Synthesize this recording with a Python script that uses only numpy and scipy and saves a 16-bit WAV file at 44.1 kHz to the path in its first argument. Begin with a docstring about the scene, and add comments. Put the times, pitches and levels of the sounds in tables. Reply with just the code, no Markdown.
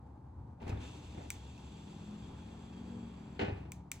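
"""A driveway, a pair of microphones a few metres from a parked car; outdoor rumble and a low hum throughout.
At 0.6 s the power windows knock and crackle free of their seals, and the cabin booms. The glass slides
down over whirring motors and knocks again; at 1.3 s a button clicks close to the microphones.
A distant engine gathers speed until 3 s, then eases off. At 3.4 s the glass thumps against the end
stops, and the button clicks twice more as the motors fade."""
import sys
import numpy as np
from scipy import signal
from scipy.fft import rfft, irfft
from scipy.io import wavfile

SR = 44100
rng = np.random.default_rng(int(sys.argv[2]) if len(sys.argv) > 2 else 0)


def wrap_up_sound(samples):
    """Save the sound to the file named by the first command line argument, as 16-bit audio."""
    columns = np.atleast_2d(samples).T
    # keep every value between -1 and 1, then stretch to whole-number steps
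    tamed = np.clip(columns, -1, 1)
    steps = np.round(tamed * 32767).astype(np.int16)
    wavfile.write(sys.argv[1], SR, steps)


N = 176400
TIME = np.arange(N) / SR

# Glass sliding in its channels: t/s, rub level/dB, hiss level/dB
SLIDE_LEVELS = [(0.58, -105, -115), (0.612, -60, -90), (0.7, -52, -73), (0.78, -56, -79),
                (0.815, -54, -60.5), (0.9, -58.5, -63.5), (1.05, -61.5, -66.5), (1.27, -65.5, -67.5),
                (1.55, -63.5, -67.5), (2.3, -61, -70.5), (2.9, -60.5, -72.5), (3.37, -62, -77.5),
                (3.6, -57.5, -87), (3.72, -69.5, -100), (3.85, -100, -115)]
# Spectra of the low rub and the high hiss: f/Hz, density/dB
RUB_SPECTRUM = [(100, -3.5), (280, 7), (420, 8), (600, 0), (850, 2), (1200, -3.5), (1550, -5.5),
                (2000, -10.5), (2600, -5.5), (2950, -11.5), (3400, -15), (3900, -16), (5000, -21.5),
                (16000, -41)]
HISS_SPECTRUM = [(1000, -31), (2800, 2), (3400, -3.5), (3800, -0.5), (4650, -2.5), (5050, -6.5),
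                 (5600, -3.5), (6900, -3), (7400, -14), (8100, -6.5), (8900, -16.5), (11500, -21),
                 (14000, -30.5), (17000, -39.5)]
def windows(rough_db=0.5, rough_hz=120, grit_db=-19):
    """A few metres off, motors draw the glass down; it rubs and hisses unevenly in its channels."""
    rub_db, hiss_db = by_time(SLIDE_LEVELS)
    grip = amp(rough_db * wander(rough_hz) + 0.5 * wander(9))
    rub = motors() + grip * noise(RUB_SPECTRUM) + amp(grit_db) * grit()
    hiss = grip * (noise(HISS_SPECTRUM) + whirr())
    return amp(rub_db) * rub + amp(hiss_db) * hiss


# Window motor: t/s, rotation rate/Hz
MOTOR_SPEED = [(0.6, 74.4), (0.85, 100.4), (1.05, 101.4), (1.45, 94), (2.1, 108), (2.7, 102), (3.38, 96),
               (3.65, 87)]
def motors(second_ratio=0.86):
    """Two window motors run together, the second a little slower."""
    speed, = by_time(MOTOR_SPEED)
    return (motor(speed) + motor(speed * second_ratio)) / 2


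def motor(speed, waver=0.00393, hum_db=-1, buzz_db=-5):
    """The armature hums at three times its rotation rate; the door colours the buzz of higher orders."""
    angle = 2 * np.pi * np.cumsum(speed * (1 + waver * wander(8.5))) / SR
    hum = np.sqrt(2) * np.sin(3 * angle)
    cycle = np.linspace(0, 2 * np.pi, 1024)
    orders = [(k, amp(by_hz(RUB_SPECTRUM, k * speed.mean()))) for k in range(4, 48)]
    buzz = np.zeros((2, N))
    for mic in range(2):
        one_turn = sum(gain * np.sin(k * cycle + 2 * np.pi * rng.random()) for k, gain in orders)
        buzz[mic] = np.interp(angle % (2 * np.pi), cycle, one_turn)
    return amp(hum_db + 2.0 * wander(3.6)) * hum + amp(buzz_db) * unit(buzz)


# Resonances of the running mechanism: f/Hz, width/Hz, gain near the top/dB, gain near the bottom/dB
WHIRR_BANDS = [(2650, 370, -4, -11), (3318, 160, -10, 0.5), (3550, 160, -6.5, -11), (4630, 180, -20, -7.5),
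               (7380, 270, -13, -7), (7880, 220, -18, -12.5)]
def whirr(travel_s=(0.85, 3.35), flutter_db=1.8):
    """Friction excites narrow resonances, whose strengths shift as the glass sinks into the door."""
    hz = np.fft.rfftfreq(N, 1 / SR)
    friction = rfft(noise(HISS_SPECTRUM))
    out = np.zeros((2, N))
    for centre, width, top_db, bottom_db in WHIRR_BANDS:
        db = np.interp(TIME, travel_s, [top_db, bottom_db]) + flutter_db * wander(8.7)
        band = irfft(friction / (1 + ((hz - centre) / width) ** 2) ** 2, N)
        out += amp(db) * unit(band)
    return out


# Spectrum of rattling glass, in grit ticks and in knocks: f/Hz, density/dB
RATTLE_SPECTRUM = [(100, -23), (800, 2.5), (1100, -5), (1500, -2.5), (2150, -3), (2380, -2.5), (2800, 1),
                   (3300, -5), (4150, -9.5), (4450, -14), (5200, -15), (7000, -25.5), (9500, -41),
                   (16000, -55)]
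def grit(per_s=39, spread_db=9, t60=0.052, size=2500):
    """Grit ticks at random between glass and channel."""
    strength = amp(spread_db * np.minimum(rng.exponential(1, N), 3))
    hits = strength * (rng.random(N) < per_s / SR)
    tick = noise(RATTLE_SPECTRUM, size) * decay(np.arange(size) / SR, t60)
    return unit(signal.oaconvolve(hits[None], tick, axes=1)[:, :N])


KNOCK_RISE_S = 0.0014
# Knocks in the doors: t/s, body level/dB, rattle level/dB, thump level/dB, panel ring level/dB
DOOR_KNOCKS = [(0.601, -59, -67, -68, -68), (0.618, -51, -83, -66, -61), (0.666, -40.5, -82, -43, -60),
               (0.679, -49.5, -55.5, -39, -70), (0.697, -45, -71, -32.5, -72),
               (0.72, -45.5, -74, -32.5, -58.5), (0.75, -53, -68, -48, -64), (0.769, -48, -68, -39, -64),
               (0.818, -60.5, -63, -65, -74), (1.145, -51.5, -70, -58, -71), (1.174, -44.5, -71, -39, -64),
               (1.205, -46, -75, -51, -74), (1.244, -53.5, -82, -62, -70), (3.3925, -35.5, -39.5, -69, -50),
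               (3.411, -34.5, -43.5, -49, -41.5), (3.419, -36, -50, -32, -48.5),
               (3.447, -56, -48, -53, -52.5), (3.481, -36, -55.5, -30.5, -59),
               (3.522, -53, -63, -29.5, -69), (3.565, -65, -66, -53, -64), (3.609, -62, -75, -40.5, -77),
               (3.651, -63, -68, -49, -67)]
# Spectrum of a knock's dull body: f/Hz, density/dB
BODY_SPECTRUM = [(20, -25), (45, -25), (100, -8.5), (240, -3.5), (400, -8.5), (560, -14.5), (800, -12),
                 (1150, -30.5), (2000, -27), (5000, -45), (16000, -83)]
# Ring time of a knock: f/Hz, t60/s
KNOCK_DECAY = [(60, 0.14), (250, 0.19), (700, 0.2), (1800, 0.32), (4000, 0.18), (9000, 0.17)]
# Modes of the door panel, and of the pane with its lifter: f/Hz, gain/dB, t60/s
PANEL_MODES = [(225, -1.5, 0.15), (370.6, 4.5, 0.41), (403, 1.5, 0.45), (491.5, 1, 0.23), (583, -3, 0.25),
               (643, -2, 0.17), (678, 0.5, 0.34), (798, -4, 0.53), (890, -10, 0.27)]
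PANE_MODES = [(1207, -14.5, 0.38), (1350, -13, 0.29), (1491, -7, 0.29), (1659, -10, 0.25),
              (1770, -15.5, 0.46), (1853, -14, 0.12), (2040, -9.5, 0.2), (2240, -10, .26), (2520, -8, 0.5),
              (2470, -27, 0.21), (2795, -11, 0.29), (3170, -19, .22), (3472, -25, 0.27), (3736, -21, .28),
              (4210, -19, .2)]
def knocks(thump_hz=99, thump_t60=0.12, thump_rise_s=0.0021, size=24000):
    """The glass breaks free and later lands: dull pushes, low thumps, rattling pane, ringing panel."""
    out, t = np.zeros((2, N)), np.arange(size) / SR
    for s, body_db, rattle_db, thump_db, _ in DOOR_KNOCKS:
        body = amp(body_db) * noise(BODY_SPECTRUM, size)
        rattle = amp(rattle_db) * noise(RATTLE_SPECTRUM, size)
        burst = die_away(body + rattle, KNOCK_DECAY) * np.minimum(t / KNOCK_RISE_S, 1)
        thump = amp(thump_db) * ring(t, thump_hz, thump_t60) * (1 - np.exp(-t / thump_rise_s))
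        add(out, s, burst + thump)
    times, _, pane_db, _, panel_db = np.transpose(DOOR_KNOCKS)
    return out + struck_modes(PANEL_MODES, times, panel_db) + struck_modes(PANE_MODES, times, pane_db)


def struck_modes(modes, times, levels_db, jitter_turns=0.04, jitter_hz=30):
    """Each blow adds energy to modes that then die away; loose parts unsettle the ringing."""
    out, blows = np.zeros((2, N)), np.zeros(N)
    for s, db in zip(times, levels_db):
        blows[round(s * SR)] += amp(db) ** 2
    rise = np.exp(-1 / (KNOCK_RISE_S * SR))
    blows = signal.lfilter([1 - rise], [1, -rise], blows + 1e-20)
    for hz, db, t60 in modes:
        energy = signal.lfilter([1], [1, -decay(1 / SR, t60) ** 2], blows)
        mic_phase = rng.random() + (1 - by_hz(MIC_LIKENESS, hz)) * rng.random((2, 1))
        turns = hz * TIME + mic_phase + jitter_turns * wander(jitter_hz)
        out += amp(db) * np.sqrt(energy) * np.sin(2 * np.pi * turns)
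    return out


# Rubber seal catching and letting go: t/s, snap level/dB, chirp f/Hz, chirp level/dB
SEAL_SNAPS = [(0.619, -70, 900, -44), (0.668, -71, 690, -50), (0.678, -57, 3210, -59),
              (0.694, -54, 2800, -51), (0.7012, -65, 2550, -41.5), (0.726, -74, 1280, -44.5),
              (0.773, -71, 3500, -50), (1.578, -66, 2640, -50), (2.728, -74, 2650, -56)]
# Spectrum of a snap: f/Hz, density/dB
SNAP_SPECTRUM = [(500, -18), (2500, -2), (4000, 4), (5200, 3), (7000, 3), (9000, -7), (12000, -15),
                 (16000, -15)]
def seal_crackles(snap_t60=0.057, chirp_t60=0.031, chirp_rise_s=0.0013, size=6000):
    """The seal peels off the glass in a few crisp snaps, each with a short rubbery chirp."""
    out, t = np.zeros((2, N)), np.arange(size) / SR
    for s, snap_db, chirp_hz, chirp_db in SEAL_SNAPS:
        snap = amp(snap_db) * noise(SNAP_SPECTRUM, size) * decay(t, snap_t60)
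        chirp = amp(chirp_db) * ring(t, chirp_hz, chirp_t60) * (1 - np.exp(-t / chirp_rise_s))
        add(out, s, snap + chirp)
    return out


def cabin_boom(start_s=0.66, db=-52):
    """The cabin gives one slow, deep ring as the seal lets go."""
    return amp(db) * ring(TIME - start_s, hz=35.2, t60=1.0)


def panel_song(peak_s=2.95, half_length_s=0.06, hz=489, db=-58):
    """One resonance of the door panel swells and fades under the sliding glass."""
    swell = np.exp(-((TIME - peak_s) / half_length_s) ** 2)
    return amp(db) * swell * np.sin(2 * np.pi * hz * TIME)


# Button clicks: t/s, level/dB
BUTTON_CLICKS = [(1.3031, -25), (3.7192, -34), (3.9162, -25)]
# Modes of the button: f/Hz, gain/dB, t60/s, delay/s
BUTTON_MODES = [(1470, -7, 0.0032, 0.00091), (2300, 1.5, 0.0044, 0.00086), (2880, -7.5, 0.0032, .0006),
                (3670, -15, 0.0043, .0004), (4620, -11, .004, 0.00023), (5880, -3, 0.0053, 0.00021),
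                (7370, 2, 0.0026, 0.000343), (8020, 4.5, 0.0026, 0.00021), (9960, -5.5, 0.0022, 0.000313),
                (12200, -4.5, 0.0026, 0.000305), (15200, 2, .0009, 0.000292)]
# Reflections from the hand and the ground: delay/s, gain/dB
NEAR_ECHOES = [(.0043, -13.5), (0.0127, -23.5)]
# Spectrum of the tail from the yard: f/Hz, density/dB
YARD_SPECTRUM = [(300, -25), (1400, -5), (2300, -1), (3300, -4.5), (5000, -5), (6500, 3.5), (8000, -0.5),
                 (10500, -8.5), (14000, -10), (16000, -11)]
# Ring time of the yard: f/Hz, t60/s
YARD_DECAY = [(500, 0.3505), (2500, 0.5), (7000, 0.24), (14000, 0.19)]
def button(yard_db=-27, yard_rise_s=0.0032, size=16000):
    """A small plastic button snaps close to the microphones; near surfaces and the yard throw it back."""
    out, t = np.zeros((2, N)), np.arange(size) / SR
    snap = np.zeros(size)
    for hz, db, t60, delay in BUTTON_MODES:
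        ramp = np.log(1000) * (t - delay) / t60
        snap += amp(db) * ramp * ring(t - delay, hz, t60)
    for s, db in BUTTON_CLICKS:
        tail = die_away(noise(YARD_SPECTRUM, size), YARD_DECAY) * np.minimum(t / yard_rise_s, 1)
        add(out, s, amp(db) * (snap + amp(yard_db) * tail))
        for delay, echo_db in NEAR_ECHOES:
            add(out, s + delay, amp(db + echo_db) * snap)
    return out


# Engine speed: t/s, firing rate/Hz
FIRING_RATE = [(0, 34), (0.9, 35.6), (1.4, 38.4), (1.75, 39.8), (2.09, 41.5), (2.35, 43.3), (2.6, 45),
               (2.8, 46.2), (2.98, 46.6), (3.12, 45.3), (3.29, 42.8), (3.68, 36.3), (4, 34.5)]
# Engine as heard from the driveway: t/s, level/dB
ENGINE_LEVEL = [(0, -84.5), (0.9, -59), (1.5, -61), (1.8, -54), (2.09, -48.5), (2.35, -54), (2.6, -52.5),
                (2.8, -49), (2.98, -45), (3.14, -51), (3.29, -53.5), (3.68, -52.5), (4, -60.5)]
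# Engine orders: multiple of the firing rate, relative level/dB
ENGINE_HARMONICS = [(3, -16), (4, -0.5), (5, 0.5), (6, -11), (7, -29.5), (8, -24.5), (9, -14.5)]
def distant_engine(waver=0.0032, flutter_db=1, rough_db=2, rough_hz=25.8):
    """Far off, an engine gathers speed and eases off; only its low orders carry to the driveway."""
    firing_hz, = by_time(FIRING_RATE)
    level_db, = by_time(ENGINE_LEVEL)
    angle = 2 * np.pi * np.cumsum(firing_hz * (1 + waver * wander(7.6))) / SR
    drone = np.zeros(N)
    for order, db in ENGINE_HARMONICS:
        gain = amp(db + flutter_db * wander(6.2) + rough_db * wander(rough_hz))
        drone += gain * np.sin(order * angle + 2 * np.pi * rng.random())
    return amp(level_db) * unit(drone)


# Low rumble around the car: t/s, level/dB
RUMBLE_SWELLS = [(0, -57.5), (0.3, -57.5), (0.45, -46.5), (0.58, -59.5), (0.7, -40), (0.9, -51.5),
                 (1.02, -54.5), (1.15, -49), (1.42, -51.5), (1.6, -55), (2.3, -54), (3.1, -57.5),
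                 (3.6, -54.5), (3.96, -54.5), (4, -50)]
# Spectra of the rumble and of the open air: f/Hz, density/dB
RUMBLE_SPECTRUM = [(15, -34.5), (36, -6), (48, -16), (66, 6), (90, 3.5), (120, 0), (170, -11.5),
                   (300, -20.5), (1000, -69), (16000, -100)]
AIR_SPECTRUM = [(15, -25), (28, -22.5), (48, -19), (66, -1), (85, -6), (115, -1.5), (170, -8), (280, -7.5),
                (400, -16.5), (600, -21.5), (870, -14), (1200, -26.5), (2000, -42), (3500, -49.5),
                (7000, -54), (11000, -60), (16000, -73)]
def outdoors(air_db=-55, swell_db=1.26, hum_hz=69.17, hum_db=-58, waver=0.022, flutter_db=-0.5):
    """Behind the car lie far traffic, rumble and a wavering low hum."""
    angle = 2 * np.pi * np.cumsum(hum_hz * (1 + waver * wander(8.9))) / SR
    hum = np.sin(angle) * amp(flutter_db * wander(7.3))
    air = amp(air_db + swell_db * wander(13)) * noise(AIR_SPECTRUM)
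    rumble = amp(by_time(RUMBLE_SWELLS)[0]) * noise(RUMBLE_SPECTRUM)
    return air + rumble + amp(hum_db) * unit(hum)


# Likeness of the sound at the two microphones: f/Hz, correlation/0..1
MIC_LIKENESS = [(25, 1), (300, 1), (600, .05), (1400, .75), (3100, .45), (6800, 0.8), (11000, 1)]
def noise(spectrum, size=N):
    """Coloured noise, rms 1, partly alike at the two microphones."""
    hz = np.fft.rfftfreq(size, 1 / SR)
    left, unrelated = np.exp(2j * np.pi * rng.random((2, len(hz))))
    likeness = np.clip(by_hz(MIC_LIKENESS, hz), 0, 1)
    right = likeness * left + np.sqrt(1 - likeness ** 2) * unrelated
    return unit(irfft(np.array([left, right]) * amp(by_hz(spectrum, hz)), size))


def wander(hz):
    """Random drift, rms 1, mostly slower than the given rate."""
    f = np.fft.rfftfreq(N, 1 / SR)
    return unit(irfft(rfft(rng.standard_normal(N)) * (f > 0) / (1 + (f / hz) ** 2), N))


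def decay(t, t60):
    """Envelope that falls 60 dB in t60 seconds."""
    return np.exp(-np.log(1000) * t / t60)


def ring(t, hz, t60):
    """One dying mode, silent before t = 0."""
    return (t >= 0) * decay(np.maximum(t, 0), t60) * np.sin(2 * np.pi * hz * t)


def die_away(x, ring_times):
    """Lets each band of a sound decay at its own speed."""
    size = x.shape[-1]
    hz, t = np.fft.rfftfreq(size, 1 / SR), np.arange(size) / SR
    spectrum = rfft(x)
    centres, t60s = np.transpose(ring_times)
    bands = [by_hz(np.c_[centres, weights], hz) for weights in np.eye(len(t60s))]
    return sum(irfft(spectrum * band, size) * decay(t, t60) for band, t60 in zip(bands, t60s))


def amp(db):
    """Decibels to gain."""
    return 10 ** (np.asarray(db) / 20)


def unit(x):
    """Scales to rms 1."""
    return x / np.sqrt(np.mean(x ** 2) + 1e-20)


def by_hz(points, hz):
    """Reads a table on a log-frequency axis."""
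    f, value = np.transpose(points)
    return np.interp(np.log(hz + 1), np.log(f + 1), value)


def by_time(points):
    """Reads each column of a curve at every sample."""
    s, *columns = np.transpose(points)
    return [np.interp(TIME, s, column) for column in columns]


def add(mix, s, sound):
    """Mixes a sound in at s seconds."""
    part = mix[:, round(s * SR):][:, :sound.shape[-1]]
    part += sound[..., :part.shape[1]]


def across_mics(x, lead, tilt):
    """Splits a phase and a level difference between the left and right microphones."""
    size = 2 * N
    hz, sides = np.fft.rfftfreq(size, 1 / SR), np.array([[0.5], [-0.5]])
    gain = amp(sides * by_hz(tilt, hz))
    phase = sides * by_hz(lead, hz)
    return irfft(rfft(x, size) * gain * np.exp(1j * phase), size)[:, :N]


# Door panels at the microphones, phase: f/Hz, left lead/rad
DOOR_LEAD = [(300, 0), (400, -1.54), (560, -1.5), (750, -2), (1200, -3), (1700, -2), (2300, -1), (3000, 0)]
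# Door panels at the microphones, balance: f/Hz, left minus right/dB
DOOR_TILT = [(200, -0.5), (500, -1), (1000, 1), (2000, 0.5)]
def scene():
    """The car a few metres away, the button close by, the street behind."""
    car = windows() + seal_crackles() + panel_song() + cabin_boom()
    car += across_mics(knocks(), DOOR_LEAD, DOOR_TILT)
    return car + button() + distant_engine() + outdoors()


# Microphone pair, phase: f/Hz, left lead/rad
MIC_LEAD = [(100, 0), (400, 0), (850, 0), (1300, 0.88), (2000, 0.9), (2900, -2.5), (4000, .5),
            (5200, -1.86), (6800, -1), (8000, -1), (10000, -1.37), (16000, -1.7)]
# Microphone pair, balance: f/Hz, left minus right/dB
MIC_TILT = [(60, 1.15), (200, 1.7), (380, 3.5), (700, -1.4), (2400, 0.2), (15000, 0)]
def record(dry, cutoff_hz=16800):
    """The pair on the driveway: phase and level differences between its sides, then the band limit."""
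    lowpass = signal.firwin(511, cutoff_hz, window=("kaiser", 9), fs=SR)
    return signal.oaconvolve(across_mics(dry, MIC_LEAD, MIC_TILT), lowpass[None], "same")


dry = scene()
out = record(dry)
wrap_up_sound(out)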